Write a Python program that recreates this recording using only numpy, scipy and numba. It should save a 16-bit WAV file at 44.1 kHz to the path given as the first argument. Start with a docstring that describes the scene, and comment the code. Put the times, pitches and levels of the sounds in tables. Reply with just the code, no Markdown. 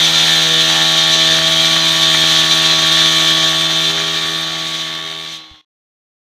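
"""A droning, rasping engine and a scraping blade: a two-stroke cut-off saw grinds through a stone slab.
The engine sums shaft-locked partials and rings its muffler with puffs of gas at each firing.
The rim scrapes the stone as filtered noise, chatters and rings the steel blade, and throws a hiss of grit.
Near the end the rim bounces, the blade lifts, the engine starts to slow and two dull bumps sound.
The sound is mono, alike on both channels; the saw fades away over the last part."""
import sys
import numpy as np
from scipy import signal
from scipy.fft import rfft, irfft, next_fast_len
from scipy.io import wavfile
from numba import njit

SR = 44100
rng = np.random.default_rng(int(sys.argv[2]) if len(sys.argv) > 2 else 0)


def inscribe(sig):
    """Save sig as 16-bit PCM at rate SR to the path in sys.argv[1].

    A 1-D sig is mono; a 2-D sig holds one channel per row.
    Samples are clipped to [-1, 1] before scaling.
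    """
    pcm = np.round(np.clip(np.atleast_2d(sig).T, -1, 1) * 32767)
    wavfile.write(sys.argv[1], SR, pcm.astype(np.int16))


N = 277817
TIME = np.arange(N) / SR

# the blade leaves the stone
LIFT_S, LIFT_TAKES_S = 5.36, 0.063
# straight edges of every swell
SWELL_EDGE_S = 0.07
# near the end of the cut the rim bounces on the stone once a turn: start_s, length_s, strength (0-1)
RIM_BOUNCES = [(4.91, .38, 1)]


def undb(db):
    """Level to amplitude: 20 dB is a factor of ten."""
    return 10 ** (np.asarray(db) / 20)


def curves(table):
    """Linear interpolation turns each column after the time into a curve over all samples."""
    s, *columns = np.transpose(table)
    return [np.interp(TIME, s, column) for column in columns]


def unit(x):
    """Normalisation to an rms of 1."""
    return x / np.sqrt(np.mean(x ** 2))


def walk(rate):
    """Band-limited random modulation: straight lines join `rate` random values a second, rms 1."""
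    steps = rng.standard_normal(4096)
    return unit(np.interp(TIME * rate + rng.random(), np.arange(4096), steps))


def ramp(start, length):
    """Linear transition from 0 to 1."""
    return np.clip((TIME - start) / length, 0, 1)


def swells(table):
    """Trapezoidal envelopes that rise, hold and fall, each to its own height."""
    total = 0
    for s, length, height in table:
        rise = ramp(s - SWELL_EDGE_S / 2, SWELL_EDGE_S)
        fall = ramp(s + length - SWELL_EDGE_S / 2, SWELL_EDGE_S)
        total = total + height * (rise - fall)
    return total


def colour(x, spectrum, modes=()):
    """Source-filter shaping: noise takes a spectrum in dB per Hz, changed around each resonance."""
    hz = np.linspace(0, SR / 2, next_fast_len(N) // 2 + 1)
    points, levels = np.transpose(spectrum)
    db = np.interp(np.log(hz + 1), np.log(points), levels)
    for centre, width, lift in modes:
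        db = db + lift / (1 + (2 * (hz - centre) / width) ** 2)
    shaped = irfft(rfft(x, 2 * (len(hz) - 1)) * undb(db))[:N]
    return shaped * np.sqrt(SR / 2)


def partial(cycles, waver, rate):
    """Quadrature modulation: two random walks vary the strength and phase of a sine of nominal rms 1."""
    angle = 2 * np.pi * cycles
    wave = (1 + waver * walk(rate)) * np.sin(angle) + waver * walk(rate) * np.cos(angle)
    return wave * np.sqrt(2 / (1 + 2 * waver ** 2))


def narrow_noise(hz, width):
    """Random excitation of a narrow mode: two walks modulate a sine and a cosine at its frequency."""
    angle = 2 * np.pi * hz * TIME
    return walk(width) * np.sin(angle) + walk(width) * np.cos(angle)


def tone_levels(sag_hz, off_throttle):
    """Load dependence of the engine resonances: each level follows speed sag and throttle."""
    # level_db, start_offset_db, drift_db_per_s, load_db_per_sag_hz, off_throttle_db, wander_db
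    tone_rules = {"boom": (0.3, 0.5, 0, -0.5, -14, 0.4), "hum": (0.038, 0, 0.43, 1.5, -1, 0.73),
                  "drone": (-4, 1.5, 1.06, 3.5, -7.5, 1), "growl": (-3, 7.5, 0, -1, -6, 3),
                  "low pipe": (3, -7.5, -0.93, 1, -23, 1.1), "mid pipe": (-0.8, 1.5, .1, 4, 1, 2),
                  "high pipe": (-1.84, -6, 0.8, 0.5, -3, -0.6),
                  "housing": (-0.75, -1, -0.42, 5.5, -16, 0.26)}
    # a resonance sings out for a moment: start_s, length_s, lift_db, resonance (name)
    tone_swells = [(.19, 0.23, 6.5, "mid pipe"), (0.276, 0.1, 6, "housing"), (0.692, .4, 5, "mid pipe"),
                   (.76, 0.089, 5, "housing"), (1.26, 0.11, 4, "housing"), (3.85, 0.51, 10, "drone"),
                   (4.117, .3, 5, "housing"), (5.0, 0.27, 6.5, "drone")]
    levels = {}
    unsettled = 1 - ramp(0, 0.9)
    for name, (db, start_db, drift_db, load_db, off_db, wander_db) in tone_rules.items():
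        singing = swells([swell for *swell, resonance in tone_swells if resonance == name])
        levels[name] = (db + start_db * unsettled + drift_db * TIME + load_db * sag_hz
                        + off_db * off_throttle + wander_db * walk(5) + singing)
    return levels


def engine(firings, levels, chatter_db, smear, knock_smear):
    """Fourier series of exhaust pulses and a knock once a turn; phase scatter (cycles) smears each pulse."""
    # engine partials before their moving levels: multiple_of_firing_rate, level_db
    engine_orders = [(0.5, -46.5), (1.0, -30), (1.5, -44.5), (2.0, -33), (2.5, -40.5), (3.0, -40),
                     (3.5, -43), (4.0, -32), (4.5, -42.5), (5.0, -38.5), (5.5, -43), (6.0, -41.5),
                     (6.5, -47.5), (7.0, -30), (7.5, -38.5), (8.0, -42), (8.5, -38), (9.0, -40.5),
                     (9.5, -48), (10.0, -36.5), (10.5, -35.5), (11.0, -28.5), (11.5, -31.5), (12.0, -44.5),
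                     (12.5, -43), (13.0, -46), (13.5, -40.5), (14.0, -41), (14.5, -37.5), (15.0, -44)]
    # partials that each resonance carries: lowest_multiple, highest_multiple (of the firing rate)
    tone_ranges = {"boom": (1, 1), "hum": (2, 2), "drone": (2.5, 2.5), "growl": (3, 3), "low pipe": (4, 4),
                   "mid pipe": (4.5, 5.5), "high pipe": (7, 7.5), "housing": (10, 12)}
    out = 0
    for multiple, db in engine_orders:
        resonances = [levels[name] for name, (low, high) in tone_ranges.items() if low <= multiple <= high]
        # whole multiples line up into firing pulses; the halves between them are more scattered
        scatter = knock_smear if multiple % 1 else smear
        cycles = multiple * firings + scatter * rng.standard_normal()
        if resonances:
            # the pipe holds these partials firm
            tone = partial(cycles, waver=0.03 + 0.093 * np.log10(multiple), rate=9.7)
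            out = out + undb(db + resonances[0]) * tone
        else:
            out = out + undb(db + 0.96 * chatter_db) * partial(cycles, waver=0.32, rate=5)
    return out


def rasp_level(sag_hz, off_throttle):
    """Load dependence of the exhaust noise, in dB, with a cough as the blade bites once more."""
    # start_s, length_s, lift_db
    coughs = [(4.84, .07, 4)]
    load_db = -1 * sag_hz  # falls 1 dB for each Hz of sag
    return -0.05 + load_db + 0.22 * TIME - 1.5 * off_throttle + 0.9 * walk(8) + swells(coughs)


def exhaust_rasp(firings, depth, scatter_db):
    """Pulsed turbulence: a puff of gas at each firing, each of its own strength, rings the muffler."""
    # exhaust gas before its moving level: pitch_hz, level_db (per Hz)
    gas = [(20, -94.5), (75, -70.5), (220, -69), (400, -67), (490, -70), (620, -67), (1000, -66.5),
           (1500, -60.5), (2200, -62), (3300, -60.5), (4200, -59.5), (5000, -71), (9000, -91)]
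    # resonances and one hollow of the muffler and housing: pitch_hz, width_hz, lift_db
    muffler_modes = [(779, 270, 4), (1806, 240, 5), (2290, 220, -5)]
    strength = undb(scatter_db * rng.standard_normal(2048))[firings.astype(int)]
    puff = np.exp(-depth * np.cos(2 * np.pi * firings)) * strength
    return colour(unit(puff * rng.standard_normal(N)), gas, muffler_modes)


def cut_levels():
    """Friction grows with pressure: levels in dB of grinding, grit and chatter follow the feed and the lift."""
    # how hard the blade is pressed into the stone: time_s, feed_db
    feed = [(0, 1), (.35, 2), (.55, 0.5), (1.25, 1.6), (1.48, -.5), (2.05, 1), (2.9, 0.5), (3.2, 1.5),
            (3.65, -3), (3.85, -0.5), (4.25, -1.5), (4.66, -1.5), (4.79, 1), (4.99, -5), (5.22, -2),
            (5.34, 0.5)]
    # level_db, follow_db_per_feed_db, bouncing_db, lifted_db, wander_db
    cut_rules = {"grinding": (0.45, 1.05, -.8, -15, 0.44), "grit": (0.6, 0.7, -1, -15, 1),
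                 "chatter": (0.4, 0.12, 1.5, -3.5, 0.36)}
    feed_db, = curves(feed)
    bouncing, lifted = swells(RIM_BOUNCES), ramp(LIFT_S, LIFT_TAKES_S)
    return [db + follow * feed_db + bounce_db * bouncing + lifted_db * lifted + wander_db * walk(8)
            for db, follow, bounce_db, lifted_db, wander_db in cut_rules.values()]


def rim_contact(turns):
    """Amplitude modulation once a turn as the rim bounces, normalised to keep its mean power."""
    depth = 0.5 * swells(RIM_BOUNCES)
    return (1 + depth * np.cos(2 * np.pi * turns)) / np.sqrt(1 + depth ** 2 / 2)


@njit
def repeat_each_turn(x, period, share):
    """Recirculating delay: feed back a share of what sounded one turn (period in samples) earlier."""
    y = x.copy()
    for i in range(len(x)):
        back = i - period[i]
        if back >= 0:
            k = int(back)
            y[i] += share * (y[k] + (back - k) * (y[k + 1] - y[k]))
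    return y


def grinding(turn_hz, turns, repeat, flutter_db, sway_db):
    """Abrasive friction noise: the rim tears grains, and part of the scraping returns with every turn."""
    # noise of the rim on stone before its moving level: pitch_hz, level_db (per Hz)
    grind = [(300, -87.5), (2000, -64), (2850, -58.5), (3080, -51), (3600, -49.5), (4100, -52.5),
             (4350, -56.5), (5100, -61.5), (6750, -60.5), (7350, -72), (9000, -76), (12000, -97)]
    # resonances of the steel blade in the cut: pitch_hz, width_hz, lift_db
    blade_modes = [(2334, 160, 8.5), (3327, 160, 4.5), (3647, 230, 5), (4040, 120, 7), (4566, 120, 4.5),
                   (5970, 200, 7.5), (6800, 200, 1)]
    scrape = repeat_each_turn(rng.standard_normal(N), SR / turn_hz, repeat)
    pressure = undb(flutter_db * walk(260) + sway_db * walk(45)) * rim_contact(turns)
    return colour(unit(scrape * pressure), grind, blade_modes)


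def blade_chatter(turns, spread, waver):
    """Bending-wave dispersion: each knock of the blade in its slot smears into a short upward chirp."""
    # partials the shaking saw drives, before their moving level: multiple_of_turn_rate, level_db
    blade_orders = [(32, -41), (33, -38), (35, -38), (37, -35.5), (38, -28), (39, -35), (40, -33.5),
                    (41, -33.5), (42, -35), (43, -32), (44, -23), (45, -29), (46, -27.5), (47, -39.5),
                    (48, -33.5), (49, -40.5), (50, -41), (51, -37), (52, -42), (55, -40.5), (56, -36.5),
                    (58, -50), (64, -43.5), (68, -44), (73, -43), (74, -41), (80, -41.5), (84, -47.5)]
    out = 0
    for multiple, db in blade_orders:
        # a phase lag growing with the square of the multiple delays the higher partials
        cycles = multiple * turns - multiple ** 2 / spread + 0.13 * rng.standard_normal()
        out = out + undb(db) * partial(cycles, waver, rate=4.55)
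    return out


def grit(spurt_db, grain_db):
    """Modulated broadband noise: stone dust leaves the cut in small uneven spurts."""
    # spray of grit before its moving level: pitch_hz, level_db (per Hz)
    spray_spectrum = [(2000, -85.5), (6000, -70.5), (8200, -69.5), (9300, -73), (11000, -79),
                      (13000, -76.5), (15300, -80)]
    spray = undb(spurt_db * walk(70) + grain_db * walk(500))
    return colour(unit(spray * rng.standard_normal(N)), spray_spectrum)


def blade_ring():
    """Modal vibration: shaking keeps a few narrow modes of the disc sounding, in and out of the cut."""
    # pitch_hz, width_hz, level_db (rms before the fade)
    ring_modes = [(2113, 89, -43.5), (3184, 27, -33.5), (3250, 38, -27), (3930, 15, -33), (4124, 40, -33),
                  (5420, 25, -45)]
    out = 0
    for hz, width, db in ring_modes:
        out = out + undb(db) * narrow_noise(hz, width)
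    return out


def release_ring():
    """Free decay: one mode of the disc rings out as the rim comes free."""
    pitch_hz, decay_s, level_db = 4010, 0.06, -17
    age = np.maximum(TIME - LIFT_S - LIFT_TAKES_S / 2, 0)
    swing = ramp(LIFT_S, LIFT_TAKES_S / 2) * np.exp(-age / decay_s)
    return undb(level_db) * swing * np.sin(2 * np.pi * pitch_hz * TIME)


def slab_ring():
    """Broad resonance: the stone rings more freely towards the end of the cut, less once the blade lifts."""
    pitch_hz, width_hz, level_db, lifted_db = 2120, 260, -29, -6
    start_s, rise_s = 4.35, 0.49
    strength = undb(level_db + lifted_db * ramp(LIFT_S, LIFT_TAKES_S)) * ramp(start_s, rise_s)
    return strength * narrow_noise(pitch_hz, width_hz)


def bumps():
    """Damped oscillation: dull, quickly decaying thuds on the microphone."""
    # start_s, pitch_hz, decay_s, level_db (amplitude before decay)
    thuds = [(5.512, 72, 0.011, -33.5), (5.539, 120, .005, -42)]
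    out = 0
    for s, hz, decay, db in thuds:
        age = np.maximum(TIME - s, 0)
        out = out + undb(db) * np.sin(2 * np.pi * hz * age) * np.exp(-age / decay)
    return out


def scene():
    """Superposition of sources locked to one shaft; the saw fades to silence beneath the bumps."""
    # shaft speed under throttle, sagging when the blade bites: time_s, turn_hz; two firings a turn
    speed = [(0.12, 81.1), (0.38, 80.47), (0.7, 80.6), (1.25, 80.6), (1.45, 81.1), (1.8, 81.2),
             (2.15, 80.6), (2.4, 80.5), (3.45, 80.5), (3.88, 81.0), (4.25, 81.1), (4.7, 81.05),
             (4.86, 80.5), (5.2, 80.67), (5.33, 80.94)]
    cruise_hz = 80.75
    # the throttle is let go and the shaft runs down
    throttle_off_s, throttle_close_s, run_down_hz_per_s = 5.33, 0.14, 13.8
    driven_hz, = curves(speed)
    turn_hz = driven_hz - run_down_hz_per_s * np.maximum(TIME - throttle_off_s, 0)
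    sag_hz = cruise_hz - driven_hz
    off_throttle = ramp(throttle_off_s, throttle_close_s)
    grind_db, grit_db, chatter_db = cut_levels()
    rasp_db = rasp_level(sag_hz, off_throttle)
    # every firing comes a little early or late
    turns = 1 + np.cumsum(turn_hz) / SR + 0.00041 * walk(90)

    saw = engine(2 * turns, tone_levels(sag_hz, off_throttle), chatter_db, smear=0.16, knock_smear=0.21)
    saw = saw + undb(rasp_db) * exhaust_rasp(2 * turns + 0.5, depth=0.62, scatter_db=3.0)
    saw = saw + undb(grind_db) * grinding(turn_hz, turns, repeat=0.38, flutter_db=0.5, sway_db=1.17)
    saw = saw + undb(chatter_db) * rim_contact(turns) * blade_chatter(turns, spread=27, waver=0.33)
    saw = saw + undb(grit_db) * grit(spurt_db=1.0, grain_db=0.5)
    saw = saw + blade_ring() + release_ring() + rim_contact(turns) * slab_ring()

    fade_start_s, fade_zero_s, stop_s = 3.3, 5.68, 5.613
    fade = np.clip((fade_zero_s - TIME) / (fade_zero_s - fade_start_s), 0, 1)
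    # the last of the sound drops away in two quick steps
    fade = fade * np.interp(TIME - stop_s, [0, 0.002, 0.033, 0.036], [1, 0.14, 0.2, 0])
    return np.tile(saw * fade + bumps(), (2, 1))


def record(dry):
    """Soft saturation rounds the highest peaks; a steep low-pass removes the top."""
    top_hz = 15150
    rounded = dry / (1 + (dry / 0.82) ** 8) ** (1 / 8)
    low_pass = signal.ellip(10, 0.1, 80, top_hz, fs=SR, output="sos")
    return signal.sosfilt(low_pass, rounded)


dry = scene()
out = record(dry)
inscribe(out)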